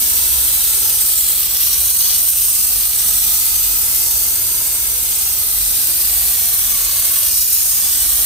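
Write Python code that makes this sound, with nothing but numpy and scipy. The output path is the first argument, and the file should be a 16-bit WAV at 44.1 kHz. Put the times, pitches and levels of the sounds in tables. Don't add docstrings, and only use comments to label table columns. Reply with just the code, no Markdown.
import sys
import numpy as np
from scipy import signal
from scipy.fft import rfft, irfft
from scipy.io import wavfile
from scipy.ndimage import uniform_filter1d

SR = 44100
rng = np.random.default_rng(int(sys.argv[2]) if len(sys.argv) > 2 else 0)


def pcm_store(signal):
    levels = np.round(np.clip(np.atleast_2d(signal), -1, 1) * 32767)
    wavfile.write(sys.argv[1], SR, levels.astype(np.int16).T)


N = 363825
TIME, FREQS = np.arange(N) / SR, np.fft.rfftfreq(N, 1 / SR)
FRAME, OVERLAP = 2048, 1536


def amp(db):
    return 10 ** (np.asarray(db) / 20)


def read(points, hz):
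    f, value = np.transpose(points)
    return np.interp(np.log(hz + 1), np.log(f + 1), value)


def follow(rows, t):
    times, *columns = np.transpose(rows)
    return [np.interp(t, times, column) for column in columns]


def about_mean(curve, t):
    level_db = follow(curve, t)[0]
    return (level_db - level_db.mean())[:, None]


def swell(t, middle, length):
    return np.cos(np.pi * np.clip((t - middle) / length, -.5, .5)) ** 2


def bell(hz, centre_hz, octaves):
    return np.exp(-(np.log2((hz + 1) / centre_hz) / octaves) ** 2)


def wander(low_hz, high_hz):
    shape = FREQS / (FREQS + low_hz) / (1 + (FREQS / high_hz) ** 2)
    x = irfft(rfft(rng.standard_normal(N)) * shape, N)
    return x / x.std()


def white_frames():
    noise = rng.standard_normal(N) * np.sqrt(SR / 2)
    hz, t, spectra = signal.stft(noise, SR, nperseg=FRAME, noverlap=OVERLAP)
    return t, hz, spectra.T


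def to_sound(spectra):
    return signal.istft(np.swapaxes(spectra, -1, -2), SR, nperseg=FRAME, noverlap=OVERLAP)[1][..., :N]


def delayed(ms, hz):
    return np.exp(-2j * np.pi * ms[:, None] * hz / 1000)


# (frequency [Hz], relative level [dB])
ROOM_RUMBLE = [(10, -84), (30, -84), (42, -58), (70, -72), (82, -59), (100, -62), (118, -67), (135, -70.5),
               (175, -88), (207, -68.5), (245, -90), (600, -110)]
# (lower [Hz], upper [Hz])
MODE_HZ = [47.3, 63.5]
# (lower [dB], upper [dB])
MODE_REST_DB = [-46, -46.3]
# (middle [s], length [s], lower lift [dB], upper lift [dB])
MODE_SWELLS = [(.36, 0.75, -1, 11.5), (1.8, 0.46, 5, 7.5), (2.8, 0.32, 6, -3), (3.245, 0.92, 6.5, 2),
               (3.69, 0.42, 11, -12), (4.22, .5, 3, 6), (4.88, 0.42, 2, 8), (5.28, .25, -2, 7),
               (5.606, 0.38, 13, -5), (6.167, .65, 9.5, 6), (6.797, .55, 8, -2), (8.1, .45, 8.5, 5)]


def room_drone(waver_hz=.7, unsteady_db=1.7):
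    noise = rng.standard_normal(N) * np.sqrt(SR / 2)
    drone = irfft(rfft(noise) * amp(read(ROOM_RUMBLE, FREQS) - 1.1), N)
    lifts_db = sum(np.outer(lifts, swell(TIME, middle, length)) for middle, length, *lifts in MODE_SWELLS)
    for mode_hz, rest_db, lift_db in zip(MODE_HZ, MODE_REST_DB, lifts_db):
        rms = amp(rest_db + lift_db + unsteady_db * wander(1.4, 6.8))
        pitch_hz = mode_hz + waver_hz * wander(.61, 4.1)
        drone += rms * np.sqrt(2) * np.sin(2 * np.pi * np.cumsum(pitch_hz) / SR)
    return drone


# (time [s], far delay [ms], near delay [ms])
ECHO_DELAYS = [(0, 2.24, 1.63), (.75, 2.29, 1.75), (1.25, 2.416, 1.95), (1.7, 2.488, 2.06),
               (2.15, 2.688, 2.01), (2.55, 2.608, 1.98), (3, 2.47, 1.9), (3.4, 2.422, 1.82),
               (3.7, 2.386, 1.76), (4.05, 2.336, 1.66), (4.55, 2.324, 1.57), (5.2, 2.416, 1.68),
               (6, 2.586, 1.86), (6.55, 2.666, 1.98), (6.9, 2.768, 2.15), (7.35, 2.784, 2.08),
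               (7.8, 2.652, 1.95), (8.25, 2.558, 1.8)]
# (middle [s], length [s])
PANEL_PASSES = [(2.1, 1.6), (7.4, 0.77)]
# (middle [s], length [s])
ON_AXIS_PASSES = [(1.1, 1.2), (3.4, 2.4), (6.35, 1.4), (8.1, 0.83)]
# (frequency [Hz], relative strength [ratio])
FAR_PATH = [(400, .1), (1000, .85), (2000, .9), (3200, .65), (6000, .5), (8500, 1), (13000, 1.05)]
# (frequency [Hz], relative strength [ratio])
NEAR_PATH_CLOSE = [(1200, 0.18), (2200, 0.53), (3800, 1), (6000, 0.24), (9000, 0.95), (13000, 0.43)]
# (frequency [Hz], strength [ratio])
NEAR_PATH_BACK = [(250, 0.1), (500, 0.0059), (1100, -0.021), (2200, -0.18), (4000, 0.01)]


def reflections(t, hz, off_axis=.16, on_axis=.29, at_panel=.65):
    far_ms, near_ms = follow(ECHO_DELAYS, t)
    close = sum(swell(t, *row) for row in PANEL_PASSES)[:, None]
    aimed = sum(swell(t, *row) for row in ON_AXIS_PASSES)[:, None]
    far = (1 - close) * np.interp(aimed, [0, 1], [off_axis, on_axis]) * read(FAR_PATH, hz)
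    near = close * at_panel * read(NEAR_PATH_CLOSE, hz) + (1 - close) * read(NEAR_PATH_BACK, hz)
    comb = 1 + far * delayed(far_ms, hz) + near * delayed(near_ms, hz)
    return comb / np.sqrt(1 + far ** 2 + near ** 2)


# (frequency [Hz], relative reflection [ratio])
SHEETING_RETURN = [(300, .2), (1200, .12), (2200, .28), (3200, .5), (5000, .6), (9000, .7), (13000, .5)]


def sheeting_scatter(t, hz, gain, spread_ms, count):
    near_ms = follow(ECHO_DELAYS, t)[1]
    sweep_ms = uniform_filter1d(near_ms - near_ms.mean(), size=20)
    paths = 0
    for place, pace, rate, phase in rng.random((count, 4)):
        glint = np.sqrt(2) * np.cos(2 * np.pi * ((.3 + 1.1 * rate) * t + phase))
        slide_ms = (.4 + 1.2 * pace) * sweep_ms
        paths = paths + glint[:, None] * delayed(spread_ms * (.15 + place) + slide_ms, hz)
    strength = gain * read(SHEETING_RETURN, hz)
    return (1 + strength * paths / np.sqrt(count)) / np.sqrt(1 + strength ** 2)


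def panel_body(t, hz, db_per_ms=10.5):
    near_ms = follow(ECHO_DELAYS, t)[1]
    drawn_back_ms = uniform_filter1d(near_ms.mean() - near_ms, size=20)
    return amp(db_per_ms * drawn_back_ms[:, None] * bell(hz, centre_hz=370, octaves=.89))


# (time [s], lower [Hz], trough [Hz], middle [Hz], upper [Hz], top [Hz])
GAP_PITCHES = [(0, 970, 1130, 1310, 1700, 2300), (0.8, 900, 1060, 1330, 1700, 2250),
               (1.25, 830, 990, 1300, 1880, 2250), (1.6, 770, 935, 1150, 1950, 2380),
               (2.4, 760, 920, 1180, 2030, 2400), (3.1, 840, 1010, 1290, 1990, 2340),
               (3.8, 910, 1055, 1325, 2060, 2520), (4.6, 975, 1090, 1350, 2150, 2560),
               (5.3, 900, 1050, 1305, 2080, 2420), (5.9, 800, 970, 1220, 1930, 2320),
               (6.5, 750, 885, 1130, 1830, 2290), (7.1, 725, 880, 1110, 1740, 2140),
               (8.25, 770, 990, 1180, 1870, 2260)]
# (time [s], lower [dB], trough [dB], middle [dB], upper [dB], top [dB])
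GAP_LIFTS = [(0, 3, 1, 4, 4.5, 0), (.8, 4, -.5, 1.5, 2, 3), (1.2, .5, -1, 3.5, 1, 2.5),
             (1.65, 2.5, -1.5, 6.5, 5, 2), (2.3, 2.5, -.5, 2, 2, 3), (3.1, 5.5, -.5, 5.5, 2.5, 1),
             (3.8, 5.5, -.5, 6, 2, 1), (4.5, 5, -1, 2.5, 3.5, 2.5), (5.3, 4, -2.5, 5, 2, 0),
             (5.9, 4, -1, 0, 2, 5), (6.5, 4, -3, 3.5, 3, 3), (7.1, 4.5, -5.5, 7.5, 2, 4.5),
             (7.5, 3.5, 0, 4, 0, 0), (8.25, 4, 1, 4, 4, 1.5)]


def hollow_gap(t, hz, width_hz=125):
    lift_db = 0
    for centre, db in zip(follow(GAP_PITCHES, t), follow(GAP_LIFTS, t)):
        lift_db = lift_db + db[:, None] * np.exp(-(2 * (hz - centre[:, None]) / width_hz) ** 2)
    return amp(lift_db)


# (time [s], flutter depth [dB])
FEED_UNEVENNESS = [(0, .2), (.7, .35), (1.1, .85), (2.9, .85), (3.3, .6), (4.6, .45), (6.6, .45),
                   (7.4, .85), (8.25, .45)]
FLICKER_BANDS = [900, 3000, 6000, 9200, 13000]


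def feed_flutter(hiss, rates_hz=(5, 55)):
    depth_db = follow(FEED_UNEVENNESS, TIME)[0]
    choke = wander(*rates_hz)
    spectrum = rfft(hiss)
    fluttering = 0
    for weights in np.eye(len(FLICKER_BANDS)):
        band = irfft(spectrum * read(list(zip(FLICKER_BANDS, weights)), FREQS), N)
        fluttering = fluttering + band * amp(depth_db * (choke + wander(*rates_hz)))
    return fluttering


# (middle [s], length [s], level change [dB])
LUMPS = [(1.3, .07, 1.8), (1.935, .04, -2), (2.29, .07, 1.6), (2.35, .04, -2.2), (2.9, .12, -1.7),
         (3.09, .07, 1.3), (7.31, .04, -1.4), (7.54, .07, 1.4)]


def lump_surges():
    return amp(sum(db * swell(TIME, middle, length) for middle, length, db in LUMPS))


# (frequency [Hz], relative level [dB])
DROPLET_SPECTRUM = [(1200, -30), (2600, -3), (4200, 0), (6000, -1), (9000, -16), (16000, -35)]


def sputter(level_db=-37.5, spits_per_s=170, decay_s=.0091, spread_db=7):
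    sizes = amp(spread_db * np.minimum(rng.exponential(1, N), 3))
    onsets = rng.random(N) < spits_per_s / SR
    envelope = signal.lfilter([1], [1, -np.exp(-1 / (decay_s * SR))], sizes * onsets)
    envelope *= np.sqrt(follow(FEED_UNEVENNESS, TIME)[0])
    bursts = envelope * rng.standard_normal((2, N))
    spits = irfft(rfft(bursts) * amp(read(DROPLET_SPECTRUM, FREQS)), N)
    return amp(level_db) * spits / spits.std()


# (frequency [Hz], relative depth [dB])
WOBBLE_DEPTH = [(1000, 0), (3000, 1.5), (6000, 1.5), (9500, 1.1), (12000, .8)]


def nozzle_wobble(t, hz):
    patches = rng.standard_normal((len(t), len(hz)))
    for _ in range(2):
        patches = uniform_filter1d(patches, size=24, axis=0)
        patches = uniform_filter1d(patches, size=20, axis=1)
    uneven = np.sqrt(follow(FEED_UNEVENNESS, t)[0])[:, None]
    return amp(uneven * read(WOBBLE_DEPTH, hz) * patches / patches.std())


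# (frequency [Hz], relative level [dB])
JET_SPECTRUM = [(150, -73.5), (350, -72.5), (600, -75), (1200, -73), (1700, -70), (2400, -67.5),
                (3200, -64), (4300, -60.5), (6000, -58), (7850, -57), (8050, -51.5), (10500, -54.5),
                (13000, -53), (15700, -54)]
# (time [s], relative level [dB])
RUSH_LEVEL = [(0.0, -38.5), (0.92, -38), (1.17, -39.5), (1.75, -38.5), (1.93, -39.5), (2.07, -38),
              (2.32, -40.5), (2.78, -39), (3.65, -38.5), (5.28, -39), (7.18, -37.5), (7.42, -40.5),
              (7.56, -40), (7.76, -39), (8.25, -38.5)]
# (frequency [Hz], weight [dB per dB])
RUSH_WEIGHT = [(300, 1.2), (1600, 2), (3200, 0.83), (6400, 0)]
# (time [s], relative level [dB])
TREBLE_LEVEL = [(0, 2.5), (1.0, 1.8), (3.35, 1.8), (4.2, 1), (4.8, -1), (5.4, 0), (6.1, 1.8), (7.0, 1.4),
                (8.25, 1.5)]
# (frequency [Hz], weight [dB per dB])
TREBLE_WEIGHT = [(1600, 0.02), (3600, 0.76), (6400, 0.46), (10000, 0.94)]
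# (middle [s], length [s], centre [Hz], half width [octaves], lift [dB])
JET_SWISHES = [(0.646, 2.5, 3000, 0.46, 2.5), (.9, 0.56, 330, 0.45, 4.5), (.9, .4, 5500, .16, 2.5),
               (1.115, .44, 8400, 0.2, 2.5), (1.45, 0.62, 6000, .25, -3.5), (1.5, .23, 11300, .3, -5),
               (1.7, 0.26, 3800, 0.65, 2.8), (1.8, 1.7, 570, 0.13, 3), (2.02, .8, 11000, .15, 2),
               (2.097, .31, 3700, 0.57, 5.5), (2.113, .3, 6570, .28, 3.5), (3.2, 1.4, 500, .25, -4),
               (3.297, 0.48, 3900, .45, 2.5), (6.87, 0.26, 10400, .6, -1.7), (6.95, 0.66, 2050, .2, 1.5),
               (7.05, 1.2, 537, .17, 5), (7.35, .3, 5740, .42, 4), (7.5, .39, 8450, .098, -6.5),
               (7.49, .4, 900, .53, -3), (7.62, 0.69, 6900, 0.44, 3)]


def jet_colour(t, hz):
    level_db = read(JET_SPECTRUM, hz) + about_mean(RUSH_LEVEL, t) * read(RUSH_WEIGHT, hz)
    level_db += about_mean(TREBLE_LEVEL, t) * read(TREBLE_WEIGHT, hz)
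    for middle, length, centre_hz, octaves, db in JET_SWISHES:
        level_db += db * swell(t, middle, length)[:, None] * bell(hz, centre_hz, octaves)
    return amp(level_db)


# (time [s], closeness [0 drawn back, 1 at the panel])
GUN_CLOSENESS = [(0, .1), (.5, .2), (1.5, .5), (2.35, 1), (3.1, .5), (3.7, 0), (5.8, 0), (6.5, .4),
                 (7.45, 1), (8.25, .4)]
# (frequency [Hz], left-right correlation [-1 to 1])
CORRELATION_BACK = [(60, .86), (500, .94), (1200, .7), (1900, -.35), (2450, .03), (3000, .16), (3600, .07),
                    (4300, .14), (5100, -.5), (5700, -.1), (6300, .5), (7300, -.35), (8100, .5),
                    (9300, -.1)]
# (frequency [Hz], left-right correlation [-1 to 1])
CORRELATION_CLOSE = [(60, .87), (500, .95), (1200, .82), (1900, -.28), (2450, .1), (3000, .68), (3600, .62),
                     (4300, .65), (5100, -.38), (5700, .15), (6300, .68), (7300, -.78), (8100, .07),
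                     (9300, .66)]


def scattered_hiss(t, hz):
    common, opposed = (white_frames()[2] * sheeting_scatter(t, hz, gain=3.05, spread_ms=19, count=20)
                       for _ in range(2))
    close = follow(GUN_CLOSENESS, t)[0][:, None]
    correlation = (1 - close) * read(CORRELATION_BACK, hz) + close * read(CORRELATION_CLOSE, hz)
    common *= np.sqrt((1 + correlation) / 2)
    opposed *= np.sqrt((1 - correlation) / 2)
    return np.array([common + opposed, common - opposed])


# (frequency [Hz], share of power [0 to 1])
BEAM_SHARE = [(1200, .01), (5000, .06), (9000, .12), (9600, .6), (10500, .8), (11150, .998), (13600, .99),
              (15700, .96)]


def spray_gun(left_lag_s=.0002213, gain_db=.3):
    t, hz, turbulence = white_frames()
    room = scattered_hiss(t, hz)
    beam = turbulence * sheeting_scatter(t, hz, gain=.4, spread_ms=14, count=24)
    beam = np.array([beam * np.exp(-2j * np.pi * hz * left_lag_s), beam])
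    direct = read(BEAM_SHARE, hz)
    pair = np.sqrt(direct) * beam + np.sqrt(1 - direct) * room
    jet = pair * jet_colour(t, hz) * nozzle_wobble(t, hz)
    hiss = to_sound(jet * panel_body(t, hz) * hollow_gap(t, hz) * reflections(t, hz))
    return amp(gain_db) * lump_surges() * feed_flutter(hiss)


def scene():
    return spray_gun() + sputter() + room_drone()


# (frequency [Hz], left minus right [dB])
PAIR_BALANCE = [(50, -1.6), (250, 0), (600, 2), (1800, 1.7), (3200, 0), (6000, -1), (7900, -.8), (8080, -5),
                (9200, -3.3), (10500, -.5), (11200, 0)]


def record(dry, cutoff_hz=15740):
    lean = amp(read(PAIR_BALANCE, FREQS))
    response = np.array([lean, np.ones_like(lean)]) / np.sqrt((1 + lean ** 2) / 2)
    coloured = irfft(rfft(dry) * response, N)
    low_pass = signal.firwin(1023, cutoff_hz, window=("kaiser", 8), fs=SR)
    return signal.oaconvolve(coloured, low_pass[None], "same")


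dry = scene()
out = record(dry)
pcm_store(out)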